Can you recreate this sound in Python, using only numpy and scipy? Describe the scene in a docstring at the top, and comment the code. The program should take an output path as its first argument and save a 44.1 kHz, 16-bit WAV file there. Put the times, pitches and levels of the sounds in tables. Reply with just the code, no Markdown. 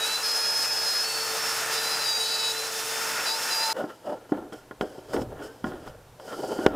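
"""A small router whines, roars and whistles as it cuts a slot in wood, then breaks off abruptly; in the
quiet shop two wooden pieces are slid, rubbed and knocked on a bench, close to a nearly mono microphone.
The router is a set of tones locked to its shaft, a chattering bit and three bands of noise.
Rubbing is many tiny random catches that ring the wood; a knock is a soft push, ringing modes and a crack.
Mains hum, faint shop noise and hiss lie underneath."""
import sys
import numpy as np
from scipy import signal
from scipy.fft import rfft, irfft
from scipy.io import wavfile

SR = 44100
rng = np.random.default_rng(int(sys.argv[2]) if len(sys.argv) > 2 else 0)


def output_pcm(signal):
    """Save a mono or channel-first signal as 16-bit PCM at the path in sys.argv[1].

    Samples are clipped to [-1, 1] before scaling.
    """
    pcm = np.clip(np.atleast_2d(signal).T, -1, 1) * 32767
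    wavfile.write(sys.argv[1], SR, np.round(pcm).astype(np.int16))


def gain_from_db(level_db):
    """Turn a decibel level (scalar or array-like) into a linear amplitude factor."""
    decades = np.asarray(level_db, float) / 20
    return 10 ** decades


N = 297675      # length in samples
ROUTER_ENDS_S = 3.731
SHAFT_HZ = 446.4
CATCHES_PER_S = 2000      # average rate at which rubbed wood fibres catch

# ringing modes of bench and pieces: (f/Hz, relative level/dB, time to fall 60 dB/s);
# below 1000 Hz the bench rings, up to 2000 Hz the held piece, higher up its edge and the grain
WOOD = [(160, -43, 0.038), (238, -0.5, 0.045), (300, -2.5, 0.12), (378.4, -4, 0.061), (513.6, -1, 0.055),
        (615.5, 1, 0.052), (754, -1.5, 0.08), (880, -3.5, .05), (1066, -4, 0.038), (1300, -2.5, 0.019),
        (1424, 0, 0.032), (1693, -7.5, .035), (1900, -10.5, 0.027), (2300, -13, .025), (2770, -9, 0.015),
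        (3000, -2, 0.023), (3230, -0.5, .02), (4050, -10, .012), (4770, -5, 0.0063), (5360, -5, .012)]


def rms_one(x):
    """Scales a sound to an rms of 1."""
    return x / np.sqrt(np.mean(x ** 2) + 1e-20)


def in_time(rows, outside=None):
    """Joins the columns of a timed table by straight lines, one value per sample."""
    s, *columns = np.transpose(rows)
    return [np.interp(np.arange(N) / SR, s, c, outside, outside) for c in columns]


def coloured(x, points):
    """Filters x through a spectrum given as (f/Hz, level/dB), joined along a log frequency axis."""
    hz, db = np.transpose(points)
    grid = np.log(np.arange(N // 2 + 1) * SR / N + 1)
    return irfft(rfft(x) * gain_from_db(np.interp(grid, np.log(hz), db)), N)


def noise(points):
    """Random noise with a given spectrum and an rms of 1."""
    return rms_one(coloured(rng.standard_normal(N), points))


def drift(rate, size=N):
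    """Slow random wandering with a spread of about 1 and `rate` new values a second."""
    knots = rng.standard_normal(int(size / SR * rate) + 3)
    return np.interp(np.arange(size) / SR * rate, np.arange(len(knots)), knots) * 1.174


def gate(start, end, edge=.004):
    """1 between two moments in seconds, with short ramps."""
    t = np.arange(N) / SR
    return np.clip((t - start) / edge, 0, 1) * np.clip((end - t) / edge, 0, 1)


def turns(hz):
    """Running angle in radians of something that turns at a changing rate."""
    return 2 * np.pi * np.cumsum(hz) / SR


def high_pass(x, hz):
    """Removes what lies below hz."""
    return signal.sosfilt(signal.butter(2, hz, "high", fs=SR, output="sos"), x)


def router():
    """All router sounds share one shaft and one depth of cut, and stop together."""
    # motor under load: (t/s, depth of cut/dB, then rms level/dB of the shaft tone,
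    # of the two-flute tone at twice its pitch, and of the 12th order)
    motor = [(0.0, 1, -44, -44, -56), (0.2, -1, -52, -52, -55), (0.26, -1, -47, -48, -42),
             (0.76, -1, -51, -44, -43), (1.03, -1, -49, -60, -44), (1.15, -.5, -44, -47, -45),
             (1.46, 2.2, -43, -53, -39), (1.7, 2, -44, -47, -44), (2.04, 1, -48, -48, -43),
             (2.12, -2, -50, -46, -47), (2.5, -1.5, -44, -47, -47), (2.55, -2.5, -43, -50, -45),
             (2.75, -1, -44, -54, -43), (3.05, 1, -45, -44, -41), (3.28, 2.5, -49, -45, -39),
             (3.33, -.5, -50, -38, -42), (3.5, 2, -49, -41, -42), (3.66, .1, -51, -34, -44),
             (3.73, 1.5, -51, -34, -46)]
    depth_db, *levels_db = in_time(motor)
    shaft = turns(SHAFT_HZ + 0.8 * drift(8) + .5 * drift(50))      # the speed wanders a little
    sound = shaft_tones(shaft, levels_db) + whine() + chatter(shaft) + cutting_noise(shaft, depth_db)
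    return sound * gate(-1, ROUTER_ENDS_S, edge=.002)


def shaft_tones(shaft, levels_db):
    """A turning motor hums at whole multiples (orders) of its shaft rate, each wavering in level and phase."""
    # orders that come and go with the cut: (t/s, then rms level/dB of the 4th, 6th, 8th and 11th)
    whirr = [(0.0, -54, -58, -56, -56), (0.3, -54, -58, -60, -53), (1.0, -52, -60, -58, -53),
             (1.2, -51, -60, -52, -47), (1.45, -49, -60, -47, -47), (1.65, -49, -57, -48, -50),
             (1.75, -48, -47, -46, -50), (2.0, -48, -51, -51, -55), (2.15, -53, -56, -56, -58),
             (2.55, -51, -58, -52, -55), (2.9, -50, -59, -47, -53), (3.25, -50, -59, -49, -54),
             (3.5, -48, -54, -52, -56), (3.73, -48, -50, -56, -56)]
    # steadier orders: (multiple of the shaft rate, rms level/dB)
    steady = [(3, -58), (9, -55), (15, -54), (16, -55), (21, -59), (22, -58), (24, -59), (29, -64),
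              (31, -63), (32, -65), (33, -66)]
    # faint armature tone at the 30th order: (t/s, rms level/dB)
    slots = [(0.0, -62), (2.7, -61), (2.8, -54), (3.05, -56), (3.25, -53), (3.45, -54), (3.73, -56)]
    orders = list(zip((1, 2, 12, 4, 6, 8, 11), levels_db + in_time(whirr))) + steady
    orders.append((30, in_time(slots)[0]))
    tones = np.zeros(N)
    for k, db in orders:
        swell = np.sqrt(2) * gain_from_db(db + 2.0 * drift(18))      # root 2 turns rms into peak
        tones += swell * np.sin(k * shaft + k * k + .6 * drift(35))
    return tones


def whine():
    """A thin, steady tone during the long chatter."""
    start_s, end_s, hz, rms_db = .22, 1.05, 1663, -45.5
    return np.sqrt(2) * gain_from_db(rms_db) * np.sin(turns(hz + 2.0 * drift(30))) * gate(start_s, end_s, edge=.03)


def chatter(shaft):
    """The bit whistles near a bending mode; shaft angle splits the tone, the interrupted cut adds an octave."""
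    # spells of chatter: (t/s, pitch f/Hz, level/dB, level/dB of the partner tone two shaft steps away)
    spells = [
        [(0.0, 3885, -31, -42), (0.048, 3876, -30, -40), (0.072, 3955, -36, -48), (0.108, 3990, -32, -46),
         (0.16, 4007, -31, -42), (0.2, 4035, -40, -58), (0.23, 3991, -36, -47)],
        [(0.227, 5139, -29, -42), (0.33, 5117, -28.5, -35), (0.366, 5116, -28.5, -46), (0.39, 5116, -28.5, -38),
         (0.477, 5132, -28, -40), (0.517, 5156, -28, -50), (0.55, 5141, -28, -42), (0.65, 5165, -28.5, -42),
         (0.666, 5170, -29, -54), (0.68, 5173, -29, -39), (0.71, 5168, -29, -50), (0.82, 5150, -28.5, -43),
         (0.87, 5120, -28, -38), (0.915, 5116, -28, -35), (0.955, 5116, -28, -36.5), (1.015, 5149, -28, -42),
         (1.055, 5310, -37, -38)],
        [(1.04, 4420, -34, -35), (1.08, 4440, -33, -41), (1.2, 4442, -35, -42), (1.44, 4430, -48, -48)],
        [(1.7, 4860, -41, -50), (1.76, 4825, -35, -38), (1.8, 4880, -36, -39), (1.86, 4900, -37, -36),
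         (1.91, 4920, -38, -38), (1.985, 4875, -35, -42)],
        [(1.89, 5070, -37, -42), (1.948, 5028, -32, -42), (1.985, 4994, -45, -47)],
        [(1.988, 3990, -40, -42), (2.022, 4090, -32, -37), (2.05, 4070, -42, -42)],
        [(2.035, 3915, -40, -33), (2.06, 3905, -32, -30), (2.144, 3870, -34, -30), (2.176, 3875, -35, -31),
         (2.21, 3890, -30, -33), (2.24, 3925, -30, -40), (2.29, 3940, -34, -35), (2.343, 3945, -31, -35),
         (2.42, 3930, -34, -38), (2.45, 3922, -29, -37), (2.525, 3922, -29.5, -40)],
        [(2.53, 4021, -40, -45), (2.592, 4040, -36, -47), (2.666, 4031, -40, -53), (2.7, 4026, -52, -54)],
        [(3.25, 4010, -44, -42), (3.285, 3925, -33, -33), (3.315, 3930, -33, -33), (3.35, 4070, -37, -35),
         (3.385, 4180, -48, -42)],
        [(3.495, 4080, -46, -46), (3.522, 4047, -31, -31), (3.576, 3966, -46, -31), (3.642, 4043, -30, -32),
         (3.69, 4098, -39, -36), (3.73, 4079, -34, -36)],
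    ]
    # side tones: (distance in shaft steps, level against the whistle/dB before the bit's response)
    side_tones = [(-6, -30), (-4, -22), (-3, -25), (-2, -24), (-1, -18.5), (1, -18.5), (2, -24), (3, -22)]
    # response of the bit to side tones: (f/Hz, level/dB)
    bit = [(2200, -8), (2450, 8), (2600, 11), (3000, 4), (3450, -2), (3800, 0.1), (4000, -4), (4345, -2),
           (4368, 10), (4400, 9), (4440, 1), (4700, 4), (5000, -2), (5235, 2), (5270, 17), (5330, 5),
           (5600, -3), (6030, 3), (6500, -4)]
    # tones around the octave: (f/Hz, level against the whistle/dB before a small cut)
    overtones = [(6000, -33), (6500, -21), (6950, -15), (7350, -30), (7850, -21), (8250, -31), (8700, -18),
                 (8930, -30), (9180, -18), (9400, -28), (9650, -28), (9800, -23), (10050, -20),
                 (10280, -21), (10750, -29), (11200, -36)]
    out = np.zeros(N)
    for rows in spells:
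        a, b = round(rows[0][0] * SR), round(rows[-1][0] * SR)
        size, angle = b - a, shaft[a:b]
        hz, level_db, partner_db = (c[a:b] for c in in_time(rows))
        wobble_hz = 7.5 * drift(40, size) + 6.0 * drift(300, size)
        whistle = np.exp(1j * turns(hz + wobble_hz))
        # the partner lies above a low whistle and below a high one
        steps = 2 if hz.mean() < 4600 else -2
        partner = gain_from_db(partner_db - level_db + 1.2 * drift(40, size))
        split = 1 + partner * np.exp(1j * steps * angle)
        for k, db in side_tones:
            response_db = np.interp(hz + k * SHAFT_HZ, *np.transpose(bit))
            side = gain_from_db(db + response_db + 3.2 * drift(30, size))
            split += side * np.exp(1j * (k * angle + rng.uniform(0, 2 * np.pi)))
        octave = 0
        for k in range(-3, 5):
            db = np.interp(2 * hz + k * SHAFT_HZ, *np.transpose(overtones)) - 1.5
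            octave = octave + gain_from_db(db + 3.5 * drift(12, size)) * np.exp(1j * (k * angle + k * k))
        octave = octave * np.sqrt(1 + partner)
        swell = np.sqrt(2) * gain_from_db(level_db - .3 + 0.9 * drift(50, size) + 1.2 * drift(160, size))
        swell *= gate(a / SR, b / SR, edge=.005)[a:b]
        # squaring the whistle doubles its pitch
        out[a:b] += swell * (whistle * split + whistle ** 2 * octave).real
    return out


def cutting_noise(shaft, depth_db):
    """Housing roar, tearing chips and fan air: three noises that follow the depth of cut more or less."""
    # noise spectra: (f/Hz, relative level/dB)
    housing = [(40, -40), (90, -50), (150, -36), (200, -27), (300, -10), (400, -3), (560, 4), (680, 2),
               (800, 4), (1000, 1), (1500, -27), (3000, -58)]
    chips = [(500, -13), (900, -8.5), (1200, -3), (1290, 2), (1340, -1), (1410, 3), (1550, -2), (1800, -1),
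             (2000, -5), (2400, -7), (2630, -3), (2850, -9), (3500, -16), (5000, -35)]
    fan = [(1500, -30), (2800, 0), (4000, 0.5), (5000, 6.5), (6000, 4), (8000, 1), (10500, -2),
           (13000, -5.5), (15300, -8), (16000, -16)]
    flutes = 1 + 0.16 * np.cos(2 * shaft)      # chips tear off twice a turn
    roar = gain_from_db(-42.5 + .7 * depth_db + 1.1 * drift(25)) * noise(housing)
    tearing = gain_from_db(-36.2 + 1.4 * depth_db + 0.9 * drift(40)) * flutes * noise(chips)
    air = gain_from_db(-33.7 + .6 * depth_db + 0.9 * drift(30)) * noise(fan)
    return roar + tearing + air


def knocks():
    """Each blow: a soft push of about two cycles, modes ringing on, and a crack as the faces meet."""
    # blows: (t/s, nominal peak level/dB, pitch region struck f/Hz,
    # then against the peak, before small trims: crack level/dB, piece modes level/dB)
    blows = [(3.838, -18.5, 310, -44, -14), (4.064, -31, 600, -36, -16), (4.291, -38, 500, -24, -10),
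             (4.318, -7.5, 325, -42, -22), (4.344, -31, 296, -34, -10), (4.521, -32, 356, -15.5, -4.5),
             (4.708, -27, 390, -27, -4), (4.808, -15, 420, -14.5, -8), (4.98, -26, 388, -29, -30),
             (5.132, -25, 700, -28, -6), (5.142, -19, 330, -30, -16), (5.162, -14, 420, -21, -14),
             (5.17, -18, 380, -34, -22), (5.176, -18, 400, -34, -22), (5.189, -23, 260, -30, -20),
             (5.214, -22, 247, -20, -16), (5.639, -16, 240, -21, -7), (5.664, -21, 210, -30, -13),
             (5.716, -28, 330, -28, -8), (5.874, -31, 900, -22, -9), (6.196, -35, 635, -17, -7),
             (6.277, -33, 600, -24, -8), (6.328, -28, 385, -38, -10), (6.39, -30, 337, -29, -17),
             (6.438, -30, 511, -27, -30), (6.587, -17.5, 317, -37, -14), (6.661, 4.5, 413, -18.5, -14)]
    approach_s = .0018      # a blow builds unheard for a moment
    ring_db, ring_loss = -14, .15      # bench modes against the blow; harder blows ring less, dB per dB
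    size = 8820      # samples for each blow
    out, t = np.zeros(N + size), np.arange(size) / SR
    chance = rng.standard_normal((len(blows), len(WOOD)))
    grit = noise([(800, -35), (2000, 23.5), (6000, 7), (15000, -30)])
    for (s, peak_db, spot_hz, crack_db, piece_db), luck in zip(blows, chance):
        at, cycles = int((s + approach_s) * SR), t * spot_hz
        since = np.maximum(t - .42 / spot_hz, 0)      # time after the faces meet, near half a cycle in
        wave = 2.08 * cycles / 0.92 * np.exp(-cycles / 0.67) * np.sin(2 * np.pi * cycles)
        for (hz, db, t60), own in zip(WOOD, luck):
            clock = t if hz < 1000 else since
            if hz < 1000:
                drive_db = ring_db - ring_loss * peak_db + near(hz, spot_hz, 3.2)
            elif hz < 2000:
                drive_db = piece_db + 1.0
            else:
                drive_db = crack_db + 3.5
            fading = gain_from_db(db + drive_db + 2 * own - 60 * clock / t60)
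            wave += fading * np.sin(2 * np.pi * hz * clock) * np.minimum(cycles, 1)
        snap = -gain_from_db(20.5) * (np.exp(-since / .0004) - np.exp(-since / .0001))
        snap += .6 * np.exp(-since / .001) * np.resize(grit[at:], size)
        out[at:at + size] += gain_from_db(peak_db) * (wave + gain_from_db(crack_db + 1.8) * (since > 0) * snap)
    return high_pass(out[:N], 112)


def near(hz, spot_hz, db_per_octave):
    """Modes far in pitch from the spot touched are driven less."""
    return -db_per_octave * np.abs(np.log2(hz / spot_hz))


def rubbing():
    """Fibres catch at random, in clumps, and drive the modes of bench and piece; the finest ones hiss."""
    # presses against the bench: (peak t/s, time to rise 20 dB/s, time to fall 20 dB/s,
    # drive of the bench modes level/dB, drive of the piece modes level/dB)
    presses = [(3.745, .02, .1, -43, -48), (3.766, .005, .08, -30, -36), (3.805, .05, .05, -31, -39),
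               (3.855, .05, .12, -39, -50), (3.902, .025, .04, -46, -38), (4.043, .004, .12, -43, -53),
               (4.067, .005, .08, -31, -45), (4.1, .05, .06, -30, -43), (4.125, .04, .04, -32, -46),
               (4.165, .02, .03, -41, -54), (4.22, .1, .2, -49, -56), (4.295, .006, .04, -48, -56),
               (4.335, .02, .16, -31, -44), (4.43, .1, .2, -47, -75), (4.528, .008, .09, -41, -43),
               (4.645, .05, .1, -54, -64), (4.722, .01, .025, -41, -58), (4.822, .015, .045, -26, -44),
               (4.86, .03, .25, -43, -53), (4.97, .2, .2, -45, -57), (5.125, .08, .03, -41, -50),
               (5.135, .008, .08, -29, -35), (5.185, .06, .12, -31.5, -50), (5.322, .04, .07, -40, -54),
               (5.424, .13, .13, -37, -41), (5.5, .1, .25, -48, -60), (5.655, .015, .13, -31, -44),
               (5.72, .04, .1, -40, -47), (5.77, .1, .25, -44, -53), (5.87, .05, .07, -41, -45),
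               (5.95, .1, .15, -53, -65), (6.2, .004, .05, -43, -57), (6.25, .1, .1, -45, -58),
               (6.282, .01, .1, -43, -50), (6.325, .06, .06, -37, -35), (6.395, .04, .05, -29, -45),
               (6.435, .04, .04, -31, -46), (6.46, .1, .1, -42, -54), (6.488, .02, .04, -33, -46),
               (6.518, .06, .05, -29, -39), (6.565, .04, .04, -32, -46), (6.6, .05, .25, -30, -38),
               (6.678, .015, .05, -16, -30), (6.71, .03, .04, -21, -33), (6.75, .12, .1, -17, -27)]
    # slides along the grain: (start t/s, end t/s, time to rise 20 dB/s, time to fall 20 dB/s, hiss level/dB)
    slides = [(3.775, 3.805, .05, .1, -54), (3.88, 3.93, .1, .2, -62), (4.06, 4.13, .04, .06, -59),
              (4.295, 4.31, .01, .03, -61), (4.53, 4.535, .01, .02, -53), (4.56, 4.59, .04, .05, -59),
              (4.812, 4.825, .008, .025, -50), (4.86, 4.98, .04, .15, -60), (5.105, 5.12, .14, .02, -57),
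              (5.135, 5.14, .015, .06, -44), (5.21, 5.225, .06, .02, -50), (5.43, 5.475, .04, .02, -53),
              (5.48, 5.6, .03, .05, -65), (5.66, 5.69, .03, .06, -55), (5.75, 5.85, .05, .05, -67),
              (5.878, 5.885, .04, .03, -55), (6.2, 6.27, .005, .1, -60), (6.29, 6.45, .08, .2, -50),
              (6.48, 6.652, .1, .01, -48.5), (6.67, 6.69, .01, .06, -44)]
    # the grip shifts what rings: (t/s, bench region f/Hz, held piece f/Hz, its edge f/Hz, grain rasp f/Hz)
    spot = [(3.75, 571, 1430, 2890, 4930), (3.82, 608, 1430, 2950, 4950), (3.85, 359, 1390, 3080, 4920),
            (3.89, 338, 1330, 3000, 4780), (3.93, 490, 1320, 2960, 4860), (3.99, 392, 1400, 3040, 4810),
            (4.03, 573, 1310, 2890, 4900), (4.12, 595, 1290, 2960, 5020), (4.19, 460, 1400, 3030, 5250),
            (4.25, 523, 1340, 3080, 5130), (4.27, 333, 1390, 3050, 5030), (4.47, 357, 1370, 3120, 5100),
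            (4.57, 493, 1430, 3200, 5330), (4.66, 343, 1420, 3120, 5050), (4.72, 415, 1540, 3150, 5000),
            (4.86, 433, 1560, 3070, 5140), (4.92, 557, 1580, 3070, 4910), (4.98, 349, 1400, 3190, 5070),
            (5.08, 419, 1410, 3080, 4890), (5.19, 455, 1310, 3140, 5340), (5.26, 383, 1270, 3120, 4980),
            (5.36, 467, 1410, 3120, 5170), (5.42, 417, 1420, 3010, 5290), (5.56, 464, 1630, 3120, 5070),
            (5.63, 376, 1400, 3150, 5200), (5.69, 348, 1510, 3200, 4780), (5.85, 346, 1350, 2990, 4920),
            (5.89, 498, 1320, 3000, 4920), (6.08, 448, 1450, 3060, 4830), (6.15, 387, 1350, 3050, 4960),
            (6.18, 613, 1480, 3060, 4830), (6.26, 432, 1440, 3060, 4960), (6.34, 481, 1350, 3160, 4870),
            (6.39, 354, 1380, 3080, 4790), (6.45, 469, 1400, 2990, 4750), (6.51, 393, 1370, 3050, 4710),
            (6.56, 496, 1420, 3060, 4800), (6.59, 348, 1410, 3040, 4710), (6.67, 397, 1520, 2870, 4880),
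            (6.74, 334, 1270, 2870, 4670)]
    # a loosely held piece rings, a firmly held one only scuffs: (t/s, ring level/dB, taken off the scuffing)
    looseness = [(3.75, 0), (3.8, -.5), (3.9, 2.5), (3.95, -1), (4.1, 1.5), (4.2, -1), (4.35, 1),
                 (4.42, -1), (4.55, 3), (4.68, -2), (4.9, 3), (5.1, -2), (5.33, -3), (5.43, 1.5),
                 (5.55, -2), (5.95, -3), (6.2, -1), (6.3, 3), (6.65, 3.5), (6.7, 0)]
    # spectra of grain hiss and of the held piece's broad scuffing: (f/Hz, relative level/dB)
    hiss = [(1500, 1), (2200, -14), (3100, -5.5), (4000, -9), (4800, 0.5), (6000, -3), (7500, -2),
            (10000, -6.5), (15500, -13)]
    scuffing = [(250, -30), (500, -6), (900, -2), (1300, 0), (1800, -1), (2100, -13), (2400, -15),
                (2900, -11), (3600, -13), (4300, -24)]
    s, rise_s, fall_s, bench_db, piece_db = np.transpose(presses)
    bench = swells(s, s, rise_s, fall_s, bench_db)
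    piece = swells(s, s, rise_s, fall_s, piece_db)
    slide = swells(*np.transpose(slides))
    edge = slide ** .6 * gain_from_db(-29) + piece * gain_from_db(-20)      # the edge follows both slides and presses
    spots_hz = in_time(spot)
    loose_db, = in_time(looseness)
    clumps = gain_from_db(-.3 + 1.6 * drift(80))
    grip_drives = [bench, piece * gain_from_db(loose_db), edge * gain_from_db(loose_db), slide]
    ringing = gripped_wood([drive * clumps for drive in grip_drives], spots_hz)
    ringing += rubbed_modes(bench, piece, edge, slide, clumps, spots_hz)
    grain = slide * gain_from_db(1.5 * drift(90)) * noise(hiss)
    scuff = piece * clumps * gain_from_db(-6 - loose_db + 2.0 * drift(200)) * noise(scuffing)
    return high_pass(ringing, 212) + grain + scuff


def gripped_wood(drives, spots_hz):
    """Under the grip, bench, piece, edge and rasp each resonate at a pitch that moves with the hand."""
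    # one row each for bench, piece, edge and rasp: (level against its drive/dB, damping width f/Hz)
    grip = [(-3.5, 100), (-5.5, 85), (-5, 230), (-8, 380)]
    return sum(gain_from_db(db) * sliding(drive, hz, width_hz)
               for drive, hz, (db, width_hz) in zip(drives, spots_hz, grip))


def sliding(drive, hz, width_hz):
    """Dense catches ring a steep-sided mode whose pitch moves; rms about 1 for a drive of 1."""
    r, spin = np.exp(-np.pi * width_hz / SR), np.exp(1j * turns(hz))
    catches = (rng.random(N) < CATCHES_PER_S / SR) * rng.standard_normal(N) * drive
    gain = np.sqrt(2 * (1 - r * r) ** 3 / (1 + r * r) * SR / CATCHES_PER_S)
    # turn the pitch down to zero, smooth, and turn it back up
    smooth = signal.lfilter([gain], [1, -2 * r, r * r], catches / spin + 1e-18)
    return (smooth * spin).real


def rubbed_modes(bench, piece, edge, slide, clumps, spots_hz):
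    """Random catches also ring the fixed modes of the wood, best those near the spot touched."""
    spot_hz, piece_hz, *_ = spots_hz
    out = np.zeros(N)
    for hz, db, t60 in WOOD:
        if hz < 1000:
            drive = bench * gain_from_db(-19.5 + near(hz, spot_hz, 5.0))
        elif hz < 2000:
            drive = piece * gain_from_db(-27 + near(hz, piece_hz, 8.0))
        elif hz > 4000:
            drive = slide * gain_from_db(-21)
        else:
            drive = edge * gain_from_db(-22)
        catches = (rng.random(N) < CATCHES_PER_S / SR) * rng.standard_normal(N) * clumps
        catches *= drive * gain_from_db(db - 2.3 + 1.8 * drift(18))
        length = 1.3 if 1000 < hz < 2000 else .7      # the piece rings longer than when knocked, the rest shorter
        out += ring(catches, hz, t60 * length) / np.sqrt(t60)
    return out


def ring(clicks, hz, t60):
    """A unit click sets a sine of height 1 ringing, which falls 60 dB in t60 seconds."""
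    r, w = gain_from_db(-60 / (t60 * SR)), 2 * np.pi * hz / SR
    return signal.lfilter([0, np.sin(w)], [1, -2 * r * np.cos(w), r * r], clicks + 1e-18)


def swells(start, end, rise_s, fall_s, db):
    """Events that rise, hold and die away in straight dB lines; their powers add."""
    t = np.arange(int(ROUTER_ENDS_S * SR), N + 32, 32) / SR
    power = 0
    for a, b, up, down, top_db in zip(start, end, rise_s, fall_s, db):
        outside = np.maximum(np.maximum((a - t) / up, (t - b) / down), 0)
        power = power + gain_from_db(2 * top_db - 40 * outside)      # doubled dB give power
    return np.interp(np.arange(N) / SR, t, np.sqrt(power), 0)


def bench_rumble():
    """Shoves rock the bench, which rumbles low; it never quite rests and shakes faintly under the router."""
    # shoves: (peak t/s, time to rise 20 dB/s, time to fall 20 dB/s, level/dB before a 2 dB cut)
    shoves = [(4.34, .03, .25, -55), (4.64, .1, .15, -58), (4.82, .04, .05, -43), (5.19, .1, .2, -37),
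              (5.3, .05, .05, -42), (5.36, .06, .15, -47), (5.65, .04, .15, -39), (5.82, .15, .05, -49),
              (5.9, .05, .06, -42), (6.01, .1, .08, -50), (6.14, .15, .06, -53), (6.6, .05, .1, -51),
              (6.665, .01, .25, -27)]
    # rumble spectrum: (f/Hz, relative level/dB)
    thump = [(15, -6), (40, 1), (110, 3.5), (170, -2), (300, -39.5)]
    s, *shape = np.transpose(shoves)
    rocking = gain_from_db(-2) * swells(s, s, *shape)
    unrest = gain_from_db(-67) * gate(ROUTER_ENDS_S, 9) + gain_from_db(-84)
    return (rocking + unrest) * noise(thump)


def echoes(x, t60):
    """The shop returns a diffuse tail: decaying noise, duller than the source."""
    t = np.arange(int(t60 * SR)) / SR
    tail = signal.lfilter([1], [1, -.75], rng.standard_normal(len(t)))
    tail *= gain_from_db(-60 * t / t60) * np.clip(t / 0.0015, 0, 1)
    return signal.fftconvolve(x, tail / np.sqrt(np.sum(tail ** 2)))[:N]


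def mains_hum():
    """Mains power hums at twice the line frequency, here 120 Hz with a slight waver."""
    # hum: (t/s, rms level/dB)
    hum = [(0.0, -66), (1.0, -64), (1.3, -58), (1.9, -59), (2.5, -63), (3.08, -60), (3.52, -70), (4.2, -65),
           (5.73, -60), (6.2, -67), (6.75, -61)]
    level_db, = in_time(hum)
    return np.sqrt(2) * gain_from_db(level_db + 1.2 * drift(8)) * np.sin(turns(120 + .5 * drift(5)))


def quiet_shop():
    """A soft, mostly low noise fills the shop once the router is silent."""
    # shop spectrum: (f/Hz, relative level/dB)
    shop = [(15, -30), (25, -21), (161, -11), (489, 1), (560, -4.5), (911, -2), (1290, -10), (1400, -6.5),
            (2000, -13), (14000, -23), (16000, -41)]
    return gain_from_db(-56) * noise(shop) * gate(ROUTER_ENDS_S - .004, 9)


def nearly_mono(mid):
    """The two channels differ by a faint, fluttering share that comes and goes."""
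    # difference between channels: (f/Hz, side against mid level/dB before the flutter)
    width = [(60, -35), (250, -34), (600, -23.5), (1500, -19.5), (4000, -23.5), (9000, -17), (15000, -14.5)]
    side = coloured(mid, width) * drift(300)
    side *= gain_from_db(np.clip(9.7 * drift(14), -30, 3))
    side = high_pass(side, 300)      # the bass is nearly the same on both
    return np.array([mid + side, mid - side])


def scene():
    """Router first, then the bench work, over hum and shop noise."""
    blows = knocks()
    bench = rubbing() + bench_rumble() + blows + gain_from_db(-22) * echoes(blows, t60=.53)
    machine = high_pass(high_pass(router(), 125), 125)
    return nearly_mono(machine + bench + mains_hum() + quiet_shop())


def ducking(x):
    """Gain that sinks just after a very loud peak and slowly returns."""
    threshold_db, slope = -6, 1.1      # slope: dB turned down per dB over the threshold
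    attack_s, recovery_db_per_s = .006, 25
    ramp = recovery_db_per_s * np.arange(N) / SR
    peak_db = 20 * np.log10(np.abs(x).max(axis=0) + 1e-9)
    over = slope * np.maximum(peak_db - threshold_db, 0)
    held = np.maximum.accumulate(over + ramp) - ramp      # jumps up, then falls steadily
    r = np.exp(-1 / (attack_s * SR))
    return gain_from_db(-signal.lfilter([1 - r], [1, -r], held))


def roll_off(x):
    """The treble ends steeply here."""
    return signal.sosfilt(signal.butter(12, 16520, fs=SR, output="sos"), x)


def record(dry):
    """Each channel hisses faintly; very loud blows duck the gain and are clipped; the top is cut."""
    hiss = gain_from_db(-68.5) * high_pass(rng.standard_normal(dry.shape), 300)
    x = dry + hiss
    clipped = np.clip(x * ducking(x), -.705, .705)
    top_cut = signal.cheby2(10, 50, 16500, fs=SR, output="sos")      # 50 dB down from 16500 Hz up
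    mix = signal.sosfilt(top_cut, clipped)
    return roll_off(mix)


dry = scene()
out = record(dry)
output_pcm(out)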